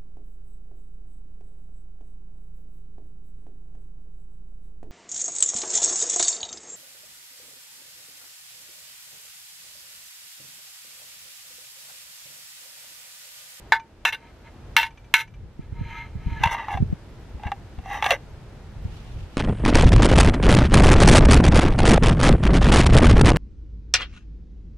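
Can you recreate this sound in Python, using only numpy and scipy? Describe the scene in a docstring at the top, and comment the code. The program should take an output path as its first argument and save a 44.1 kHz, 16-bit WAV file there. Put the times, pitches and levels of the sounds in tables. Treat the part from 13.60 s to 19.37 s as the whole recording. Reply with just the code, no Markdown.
"""Wind rumbles on the microphone over a steady hiss, and at once a thin metal lid is tapped on a camp cup.
Four taps excite its bending modes, each chattering on the rim. The lid slides across with a frictional
rasp, then knocks and scrapes shut; the air resonance beneath it falls as the gap closes.
A sleeve rustles as the arm draws back. Gain control ducks after the loud taps and creeps back."""
import sys
import numpy as np
from scipy import signal
from scipy.fft import rfft, irfft
from scipy.io import wavfile
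from scipy.ndimage import uniform_filter1d

SR = 44100
rng = np.random.default_rng(int(sys.argv[2]) if len(sys.argv) > 2 else 0)


def waveform_to_disk(signal):
    """Save audio, clipped to [-1, 1], as 16-bit WAV at the path in sys.argv[1]."""
    frames = np.transpose(np.atleast_2d(signal))
    scaled = np.clip(frames, -1, 1) * 32767
    samples = np.round(scaled).astype(np.int16)
    wavfile.write(sys.argv[1], SR, samples)


N = 254449
TIME = np.arange(N) / SR
RING = TIME[:SR // 3]  # time axis of one transient


def amp(db):
    """Amplitude ratio of a level in decibels."""
    return 10 ** (np.asarray(db) / 20)


def rms(x):
    """Root-mean-square amplitude."""
    return np.sqrt(np.mean(x ** 2) + 1e-20)


def spectrum(points, size):
    """Log-frequency interpolation of a table onto the Fourier bins of size samples."""
    hz, value = np.transpose(points)
    return np.interp(np.log(np.fft.rfftfreq(size, 1 / SR) + 1), np.log(hz + 1), value)


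def noise(colour, size):
    """Spectral shaping: Gaussian noise of unit rms from rows of f/Hz, level/dB."""
    x = irfft(rfft(rng.standard_normal(size)) * amp(spectrum(colour, size)), size)
    return x / rms(x)


def add(mix, s, sound):
    """Superposition of a sound on the mix from time s."""
    part = mix[..., max(round(s * SR), 0):][..., :sound.shape[-1]]
    part += sound[..., :part.shape[-1]]


def cut(x, hz, kind, order=4):
    """Causal Butterworth filtering."""
    return signal.sosfilt(signal.butter(order, hz, kind, fs=SR, output="sos"), x)


def resonate(x, hz, width):
    """Forced response of a resonator whose frequency follows the curve hz; bandwidth in Hz."""
    turn = np.exp(2j * np.pi * np.cumsum(hz) / SR)
    pole = np.exp(-np.pi * width / SR)
    return 2 * (turn * signal.lfilter([1 - pole], [1, -pole], x / turn + 1e-18)).real


def clicks(size, per_s, spread_db):
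    """Poisson impulses: tiny contacts of uneven force."""
    force = amp(spread_db * np.minimum(rng.exponential(1, size), 3)) * rng.choice([-1, 1], size)
    return force * (rng.random(size) < per_s / SR)


def stroke(s, swell, fade):
    """Gaussian envelope of a hand movement, 20 dB down at times s - swell and s + fade."""
    away = (TIME - s) / np.where(TIME < s, swell, fade)
    return amp(-20 * np.minimum(away ** 2, 10))


# Strength of the breeze: t/s, level/dB
GUSTS = [(0, -48.5), (.65, -52), (1.1, -41.5), (1.6, -45.5), (1.85, -27.5), (1.93, -43), (2.2, -27),
         (2.34, -38.5), (2.86, -30.5), (2.97, -45.5), (3.1, -48.5), (3.23, -23), (3.38, -44), (5.05, -42.5),
         (5.3, -33), (5.46, -43.5), (5.56, -29), (5.77, -48)]
# Spectrum of the turbulent pressure: f/Hz, level/dB
WIND_SPECTRUM = [(12, -32), (20, -4), (49, 5.5), (70, 2), (125, -1), (288, -24), (372, -23.5), (474, -23),
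                 (500, -27), (650, -48.5), (1100, -120)]
# Strongest eddies: t/s, level/dB, f/Hz, left minus right/dB
EDDIES = [(1.992, -22, 141, -5.5), (2.123, -24.5, 96, -7), (2.21, -21, 114, -9), (2.553, -25, 85, -4),
          (2.661, -22, 51, 2), (2.716, -25, 63, -4), (2.807, -26.5, 112, 0), (2.858, -21, 95, 3),
          (3.147, -24.5, 68.6, -4.5), (3.203, -18.5, 108, 2), (3.224, -18, 116, -12), (3.298, -26, 69.5, 2),
          (3.326, -19.5, 147, 5.5), (3.744, -30, 55, 2.5), (3.856, -27.5, 71, 1.5), (4.181, -30.5, 63.6, 3),
          (5.25, -26.5, 76, -0.5)]
def wind():
    """Turbulent pressure rumbles and thumps; the smaller the eddy, the less the two ports agree."""
    rumble = cut(noise(WIND_SPECTRUM, N), 590, "low")
    swirl = cut(noise(WIND_SPECTRUM, N), [95, 350], "band", order=2)
    gust = amp(np.interp(TIME, *np.transpose(GUSTS)))
    swirl *= amp(-6.5) * (gust / gust.max()) ** .25
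    rumble *= amp(-3) * (gust / gust.max()) ** -.2  # the low rumble swells less steeply than the gusts
    lumps = amp(0.9 * noise([(1, -5), (6, 3.5), (14, -10.5), (40, -40.5), (200, -120)], N))
    out = (rumble + np.array([swirl, -swirl])) * gust * lumps
    ports = np.array([[.5], [-.5]])
    flutter_spectrum = [(60, -6.5), (170, 2.5), (280, -5.5), (450, -30), (900, -78)]
    for s, db, hz, pan_db in EDDIES:
        turns = RING * hz
        lag_rad = min((hz / 95) ** 2, 2.3)
        swell = turns * np.exp(1 - turns / 0.41) / 0.21
        flutter = amp(-12) * np.array([noise(flutter_spectrum, len(RING)) for _ in ports])
        pressure = np.sin(2 * np.pi * turns + ports * lag_rad) + flutter
        add(out, s, amp(db + ports * pan_db) * swell * pressure)
    return out


# Spectrum of the outdoor hiss: f/Hz, level/dB
HISS_SPECTRUM = [(120, -30), (200, -1.5), (299, -6.5), (334, -2.5), (373, -7), (722, -11), (851, -11.5),
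                 (1120, -16.5), (1270, -16), (4770, -27), (13300, -41.5), (16000, -71.5)]
# Likeness of left and right: f/Hz, correlation (negative values count as zero)
HISS_CORRELATION = [(60, 0.9), (180, 0.89), (550, 0.81), (1650, 0.65), (4970, -0.059), (15000, -0.78)]
def hiss():
    """Partly coherent noise, wider towards the treble, with a faint narrow-band whine."""
    correlation = np.clip(spectrum(HISS_CORRELATION, N), 0, 1)
    mid, side = (rfft(cut(noise(HISS_SPECTRUM, N), 12500, "low", order=6)) for _ in range(2))
    mid = irfft(mid * np.sqrt((1 + correlation) / 2), N)
    side = irfft(side * np.sqrt((1 - correlation) / 2), N)
    whine = resonate(rng.standard_normal(N), np.full(N, 13050), width=25)
    return amp(-50) * np.array([mid + side, mid - side]) + amp(-84) * whine / rms(whine)


# Spectrum of the metal's dense, short-lived modes: f/Hz, level/dB
CLANG = [(150, -36), (400, -18), (560, -31), (700, -2.5), (850, 4.5), (1200, 0.5), (2300, 3), (3600, -6),
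         (4800, -15), (6200, -11), (8500, -27.5), (10500, -17), (13800, -23), (16000, -34.5)]
def metal(modes, clang_db, clang_t60, t60_scale=1):
    """Modal superposition: an impulse response of damped sinusoids over a decaying noisy clang."""
    hz, db, t60 = np.transpose(modes)[:, :, None]
    signs = (-1) ** np.arange(len(hz))[:, None]
    partials = signs * amp(db - 60 * RING / (t60 * t60_scale)) * np.sin(2 * np.pi * hz * RING)
    clang = noise(CLANG, len(RING)) * amp(clang_db - 60 * RING / (clang_t60 * t60_scale))
    return partials.sum(0) + clang


def voiced(x, edges, bands_db, span):
    """Band equalisation: each band of a blow takes its given level over the first span seconds."""
    hz = np.fft.rfftfreq(2 * len(x), 1 / SR)
    lowpasses = [0 * hz] + [1 / (1 + (hz / edge) ** 30) for edge in edges] + [1 + 0 * hz]
    bands = irfft(rfft(x, 2 * len(x)) * np.diff(lowpasses, axis=0))[:, :len(x)]
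    early = np.clip((span - RING) * 1000, 0, 1)
    early_rms = np.sqrt(bands ** 2 @ early / early.sum())
    return amp(bands_db) / early_rms @ bands


# Modes of the lid held by its tab: f/Hz, level/dB, T60/s
HELD_MODES = [(447, -21, .1), (748, -13, .09), (907, 1, .24), (1010, -13, .08), (1290, -17, .12),
              (1410, -13, .1), (1522, -2, .14), (1550, -7, .14), (1722, -2, .15), (2168, 2, .14),
              (2355, -6, .11), (2520, -11, .1), (2699, -2, .12), (2797, -3, .1), (3130, -9, .09),
              (3500, -3, .095), (3675, -9, .1), (3945, -5, .085), (4108, -8, .08), (4760, -19, .09),
              (5625, -16, .09), (5860, -17, .09), (6200, -16, .08), (7020, -20, .09), (7905, -21, .09),
              (9720, -22, .08), (11130, -21, .08), (12300, -22, .08), (13610, -16, .08)]
# Bands of a tap: centre f/Hz, level/dB
TAP_BANDS = [(900, -8.5), (1650, -4.5), (2250, -7.5), (2800, -5), (3800, -10), (6500, -19), (11200, -22)]
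# Edges between those bands: f/Hz
TAP_EDGES = [1200, 2000, 2500, 3200, 5000, 8500]
# Four taps and two rebounds: t/s, level/dB, tilt/(dB/octave), favoured f/Hz, muted f/Hz, muting/dB,
# bell-tone lift/dB, chatter duration/s, chatter level/dB, chatter decay/(dB/s)
TAPS = [(0.1215, -3.5, -4.5, 1460, 2750, 14, 1, 0.041, -9.5, 286),
        (0.451, -11, -0.2, 2720, 2180, 1.5, -3.5, 0.044, -5, 205),
        (0.523, -27, 1, 2800, 2170, -2, -5, 0.016, 9, 152),
        (1.1654, -4.5, 2, 2224, 1300, 4, 1, 0.051, -5, 199),
        (1.229, -16.5, -0.8, 2230, 1300, 5, -3, 0.042, -13, 196),
        (1.5397, -1, 1.5, 2240, 2880, 1.5, -3, 0.073, -11.5, 120)]
def taps():
    """Impact excitation: the contact point favours one pitch and mutes another; the lid then chatters."""
    out = np.zeros(N)
    centre_hz, colour_db = np.transpose(TAP_BANDS)
    hz, mode_db, t60 = np.transpose(HELD_MODES)
    bell_hz, reach_octaves = 907, 0.19  # lowest strong mode; reach of favouring and muting
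    for s, db, tilt, favoured_hz, muted_hz, muting_db, bell_db, length, chatter_db, decay in TAPS:
        grip = 1 + rng.uniform(-.001, .003, len(hz))  # the fingers detune the modes
        boost_db = 5 * np.exp(-((hz - favoured_hz) / 70) ** 2) + bell_db * (hz == bell_hz)
        modes = np.column_stack([hz * grip, mode_db + boost_db, t60])
        cutoff = np.exp(-np.maximum(RING - length, 0) / 0.013)  # the buzzing ring cuts off quickly
        contacts = clicks(len(RING), per_s=1500, spread_db=2) * cutoff * amp(chatter_db - decay * RING)
        damped = metal(modes, clang_db=7.5, clang_t60=0.038, t60_scale=0.34)  # contact deadens the metal
        chatter = amp(-10) * signal.fftconvolve(contacts, damped)[:len(RING)]
        crack = noise(CLANG, len(RING)) * amp(13 + 0.5 * db - 60 * RING / 0.011)  # hard blows crack more
        blow = crack + metal(modes, clang_db=7.5, clang_t60=0.025, t60_scale=0.74) + chatter
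        blow *= 1 - np.exp(-RING / (.0003 * amp(-.55 * db)))  # a light rebound builds up more slowly
        favoured = np.exp(-(np.log2(centre_hz / favoured_hz) / reach_octaves) ** 2)
        muted = np.exp(-(np.log2(centre_hz / muted_hz) / reach_octaves) ** 2)
        bands_db = db + colour_db + tilt * np.log2(centre_hz / 2000) + 3.5 * favoured - muting_db * muted
        add(out, s, voiced(cut(blow, 440, "high", order=2), TAP_EDGES, bands_db, span=0.0083))
    return out


# Modes of the lid's wire tab: f/Hz, level/dB, T60/s
TAB_MODES = [(2330, 0, .12), (2376, -3, .09), (2940, -6.5, 0.096), (3600, -11.5, .06), (6090, -7.5, 0.054),
             (6350, -14, .05)]
# Ticks of the tab: t/s, peak level/dB
TICKS = [(0.196, -30.5), (1.3054, -38.5), (1.374, -38.5), (1.4424, -43.5), (1.675, -38), (1.7384, -40.5)]
def tab_ticks():
    """Free vibration of the wire tab after light contacts."""
    out = np.zeros(N)
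    for s, db in TICKS:
        tick = cut(metal(TAB_MODES, clang_db=5.5, clang_t60=.04), 7500, "low")
        tick *= 1 - np.exp(-RING / 0.0019)
        add(out, s, amp(db) * tick / abs(tick).max())
    return out


def friction(body):
    """Convolution of slipping contacts with an impulse response: lower band and treble, unit rms each."""
    x = signal.fftconvolve(clicks(N, per_s=1800, spread_db=4), body)[:N]
    low, high = cut(x, 3960, "low"), cut(x, 4800, "high")
    return low / rms(low), high / rms(high)


# Spectrum of edge rubbing on rim: f/Hz, level/dB
RASP = [(400, -36), (900, -2), (1500, -7), (2200, 5), (3000, -3.5), (3700, -10), (4100, -11), (4600, -20),
        (5500, -31), (6200, -7.5), (8000, -24.5), (13500, -19), (16000, -33)]
# Resonances of the rim: f/Hz, bandwidth/Hz, level re rasp/dB
RIM_TONES = [(920, 45, 0), (1290, 40, -5), (1673, 79, -5.5), (2110, 120, -2), (3140, 760, -12),
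             (4070, 83, -15)]
# Gliding strokes: peak t/s, swell/s, fade/s, level/dB
SLIDES = [(.66, .12, 0.084, -56), (0.869, 0.037, 0.043, -53.5), (2.03, 0.049, 0.066, -56.5),
          (2.19, 0.077, 0.12, -55.5), (2.369, 0.17, 0.13, -41), (2.76, 0.2, 0.13, -47.5)]
def slides():
    """Sliding friction: the gliding edge rasps and drives the resonances of the rim."""
    contact = noise(RASP, len(RING)) * amp(-60 * RING / 0.025)
    rasp, treble = friction(contact + amp(-34.5) * metal(HELD_MODES, clang_db=7.5, clang_t60=0.028))
    rubbing = rasp + amp(-25) * treble
    for hz, width, db in RIM_TONES:
        steady = np.full(N, hz)
        tone = resonate(resonate(rng.standard_normal(N), steady, width), steady, width)
        rubbing += amp(db) * tone / rms(tone)
    return rubbing * sum(amp(db) * stroke(s, swell, fade) for s, swell, fade, db in SLIDES)


# Catches of the edge: peak t/s, duration/s, f/Hz, level/dB
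SQUEALS = [(2.18, .09, 931, -49), (2.3, .13, 920, -39), (2.354, .13, 1290, -46.5),
           (2.403, 0.13, 2110, -36.5), (2.418, 0.077, 920, -49), (2.721, 0.102, 927, -46.5),
           (2.777, 0.058, 1700, -38)]
def squeals():
    """Friction-induced oscillation: where the edge catches, one rim tone swells and wavers."""
    out = np.zeros(N)
    for s, length, hz, db in SQUEALS:
        arch = np.hanning(round(length * SR))
        waver = 1 + 0.014 * noise([(20, 0), (150, -4), (600, -40), (2000, -96)], len(arch))
        tone = np.sqrt(2) * np.sin(2 * np.pi * np.cumsum(hz * waver) / SR)
        add(out, s - length / 2, amp(db) * arch * tone)
    return out


# Modes of the lid lying on the cup: f/Hz, level/dB, T60/s
SEATED_MODES = [(1040, -12, .05), (1320, -9, .06), (1615, -2, .07), (1740, -4, .07), (1835, -4, .07),
                (2020, -4, .06), (2220, -3, .06), (2360, -7, .06), (2690, -1, .07), (2775, -1, .06),
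                (3330, -8, .055), (3480, -7, .055), (3950, -21, .04), (4370, -21, .04), (5875, -9, .06),
                (6020, -17, .05), (7030, -22, .05), (9700, -22, .05), (12900, -25, .05)]
# Metal bands above the air resonance: centre f/Hz, level/dB, factor on the added treble
KNOCK_BANDS = [(1700, -2, 0), (3300, 1, 0.55), (6000, -17, 0.53), (9500, -24.5, 1.1)]
# Lower edges of those bands: f/Hz
KNOCK_EDGES = [1200, 2400, 4500, 7500]
# Steps of the lid into its seat: t/s, air resonance f/Hz, air level/dB, metal level/dB, added treble/dB
KNOCKS = [(2.836, 911, -12.5, -20.5, 1), (2.857, 944, -19.5, -34.5, 7), (2.873, 920, -22.5, -32, -3),
          (2.946, 923, -24.5, -38, -10), (3.084, 851, -26.5, -36, -22), (3.173, 776, -27, -40, -5),
          (3.797, 844, -46.5, -60, -6), (3.835, 848, -34, -44, -12), (3.869, 830, -30, -39, -13),
          (3.918, 800, -23, -32.5, -14), (4.187, 757, -44.5, -54.5, -1), (4.259, 778, -35.5, -55, -2),
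          (4.425, 867, -20.5, -23, -10), (4.443, 880, -22.5, -30, 3), (4.463, 803, -19, -23.5, -4),
          (4.507, 713, -21.5, -21.5, 6.5), (4.518, 550, -26.5, -24.5, 1)]
def knocks():
    """Impacts ring the metal and the air cavity beneath; damping grows as the lid is pressed home."""
    out = np.zeros(N)
    t60_scales = np.linspace(1, .6, len(KNOCKS))
    for (s, air_hz, air_db, metal_db, treble_db), t60_scale in zip(KNOCKS, t60_scales):
        seating = 1 + rng.uniform(-.012, .012, len(SEATED_MODES))  # the lid never lies the same way twice
        air_modes = [(air_hz, 9, .08), (air_hz * 0.87, -3, .04)]
        lid_modes = [(hz * detune, db, t60) for (hz, db, t60), detune in zip(SEATED_MODES, seating)]
        blow = metal(air_modes + lid_modes, clang_db=6, clang_t60=0.035, t60_scale=t60_scale)
        bands_db = [air_db] + [metal_db + db + share * treble_db for _, db, share in KNOCK_BANDS]
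        add(out, s, voiced(cut(blow, 485, "high", order=3), KNOCK_EDGES, bands_db, span=0.0081))
    return out


# Strokes of the lying lid: peak t/s, swell/s, fade/s, rasp level/dB, treble level/dB, air level/dB
SCRAPES = [(2.864, 0.071, 0.063, -29.5, -54, -32.5), (2.927, 0.024, 0.026, -29, -42, -30),
           (2.975, 0.056, 0.11, -34.5, -62.5, -34), (3.134, 0.066, 0.047, -35.5, -56, -29),
           (3.866, 0.053, 0.048, -44, -78, -36.5), (4.352, 0.1, 0.077, -33, -51, -33),
           (4.459, 0.036, 0.046, -27.5, -42, -42), (4.516, 0.03, 0.045, -22, -40, -24)]
def scrapes():
    """Stick-slip friction drives the lying lid and the air resonance, which falls as the gap narrows."""
    contact = noise(RASP, len(RING)) * amp(-60 * RING / 0.022)
    rasp, _ = friction(contact + amp(-2) * metal(SEATED_MODES, clang_db=12.5, clang_t60=0.031))
    _, treble = friction(metal(SEATED_MODES, clang_db=-2.5, clang_t60=0.049))
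    # comb filtering: as the contact travels, the wave reflected from the edge arrives sooner or later
    lag_s = 0.001585 + 0.00022 * noise([(1, 4), (5, -6.5), (15, -48), (100, -140)], N)
    rasp += .5 * np.interp(TIME - lag_s, TIME, rasp)
    grit = amp(1.14 * noise([(10, -28), (40, 16), (150, 12), (400, -31), (1500, -86)], N))
    knock_s, knock_hz, *_ = np.transpose(KNOCKS)
    air_hz = np.interp(TIME, knock_s, knock_hz)
    air = resonate(resonate(clicks(N, per_s=2000, spread_db=3), air_hz, width=118), air_hz, width=133)
    layers = np.array([rasp, treble, air / rms(air)])
    return grit * sum(stroke(s, swell, fade) * (amp(dbs) @ layers) for s, swell, fade, *dbs in SCRAPES)


# Spectrum of rubbing cloth: f/Hz, level/dB
SLEEVE_SPECTRUM = [(410, -35), (700, -8), (1350, -13), (1480, -15.5), (2840, -9.5), (6230, -21),
                   (13300, -34.5), (16000, -48)]
# Brushes of the sleeve: peak t/s, swell/s, fade/s, level/dB
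BRUSHES = [(5.38, .2, .35, -54), (5.61, .05, 0.075, -59.5), (5.76, 0.084, .07, -57.5)]
def sleeve():
    """Friction noise of cloth, amplitude-modulated by its folds."""
    folds = amp(1.7 * noise([(5, -4), (60, -11), (300, -49), (1000, -95)], N))
    cloth = np.array([noise(SLEEVE_SPECTRUM, N) for _ in range(2)]) * folds
    return cloth * sum(amp(db) * stroke(s, swell, fade) for s, swell, fade, db in BRUSHES)


def scattered(x, t60):
    """Diffuse reflection from ground and grate: convolution with a short, dense tail of unit energy."""
    tail = rng.standard_normal(len(RING)) * amp(-60 * RING / t60)
    return signal.fftconvolve(x, tail / np.linalg.norm(tail))[:N]


# Stereo width of the metal sounds: f/Hz, side level re mid/dB
METAL_WIDTH = [(500, -21.5), (1500, -46), (2600, -38), (4000, -10), (7000, -2.5), (13000, -5)]
def with_reflections(direct):
    """Scattering adds a faint tail and decorrelates the treble between the ears."""
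    mid = direct + amp(-31) * cut(scattered(direct, t60=0.29), 3500, "low", order=2)
    side = irfft(rfft(scattered(mid, t60=.03)) * amp(spectrum(METAL_WIDTH, N)), N)
    return np.array([mid + side, mid - side])


def scene():
    """Linear superposition of lid, wind, hiss and sleeve."""
    impacts = taps() + tab_ticks() + knocks()
    rubbing = slides() + squeals() + scrapes()
    return with_reflections(impacts + rubbing) + wind() + hiss() + sleeve()


def record(dry):
    """Automatic gain control with fast attack and slow release, then soft clipping and a band limit."""
    threshold_db, duck_share, release_db_per_s, edge_hz = -10.5, 0.7, 7, 15900
    power_db = 10 * np.log10(abs(uniform_filter1d((dry ** 2).mean(0), size=176)) + 1e-12)
    wanted_db = duck_share * np.maximum(power_db - threshold_db, 0)
    release_db = release_db_per_s * TIME
    duck_db = np.maximum.accumulate(wanted_db + release_db) - release_db
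    ducked = dry * amp(-uniform_filter1d(duck_db, size=64))
    rounded = ducked / (1 + (ducked / .95) ** 6) ** (1 / 6)
    lowpass = signal.firwin(255, edge_hz, window=("kaiser", 9), fs=SR)
    return signal.oaconvolve(rounded, lowpass[None], "same")


dry = scene()
out = record(dry)
waveform_to_disk(out)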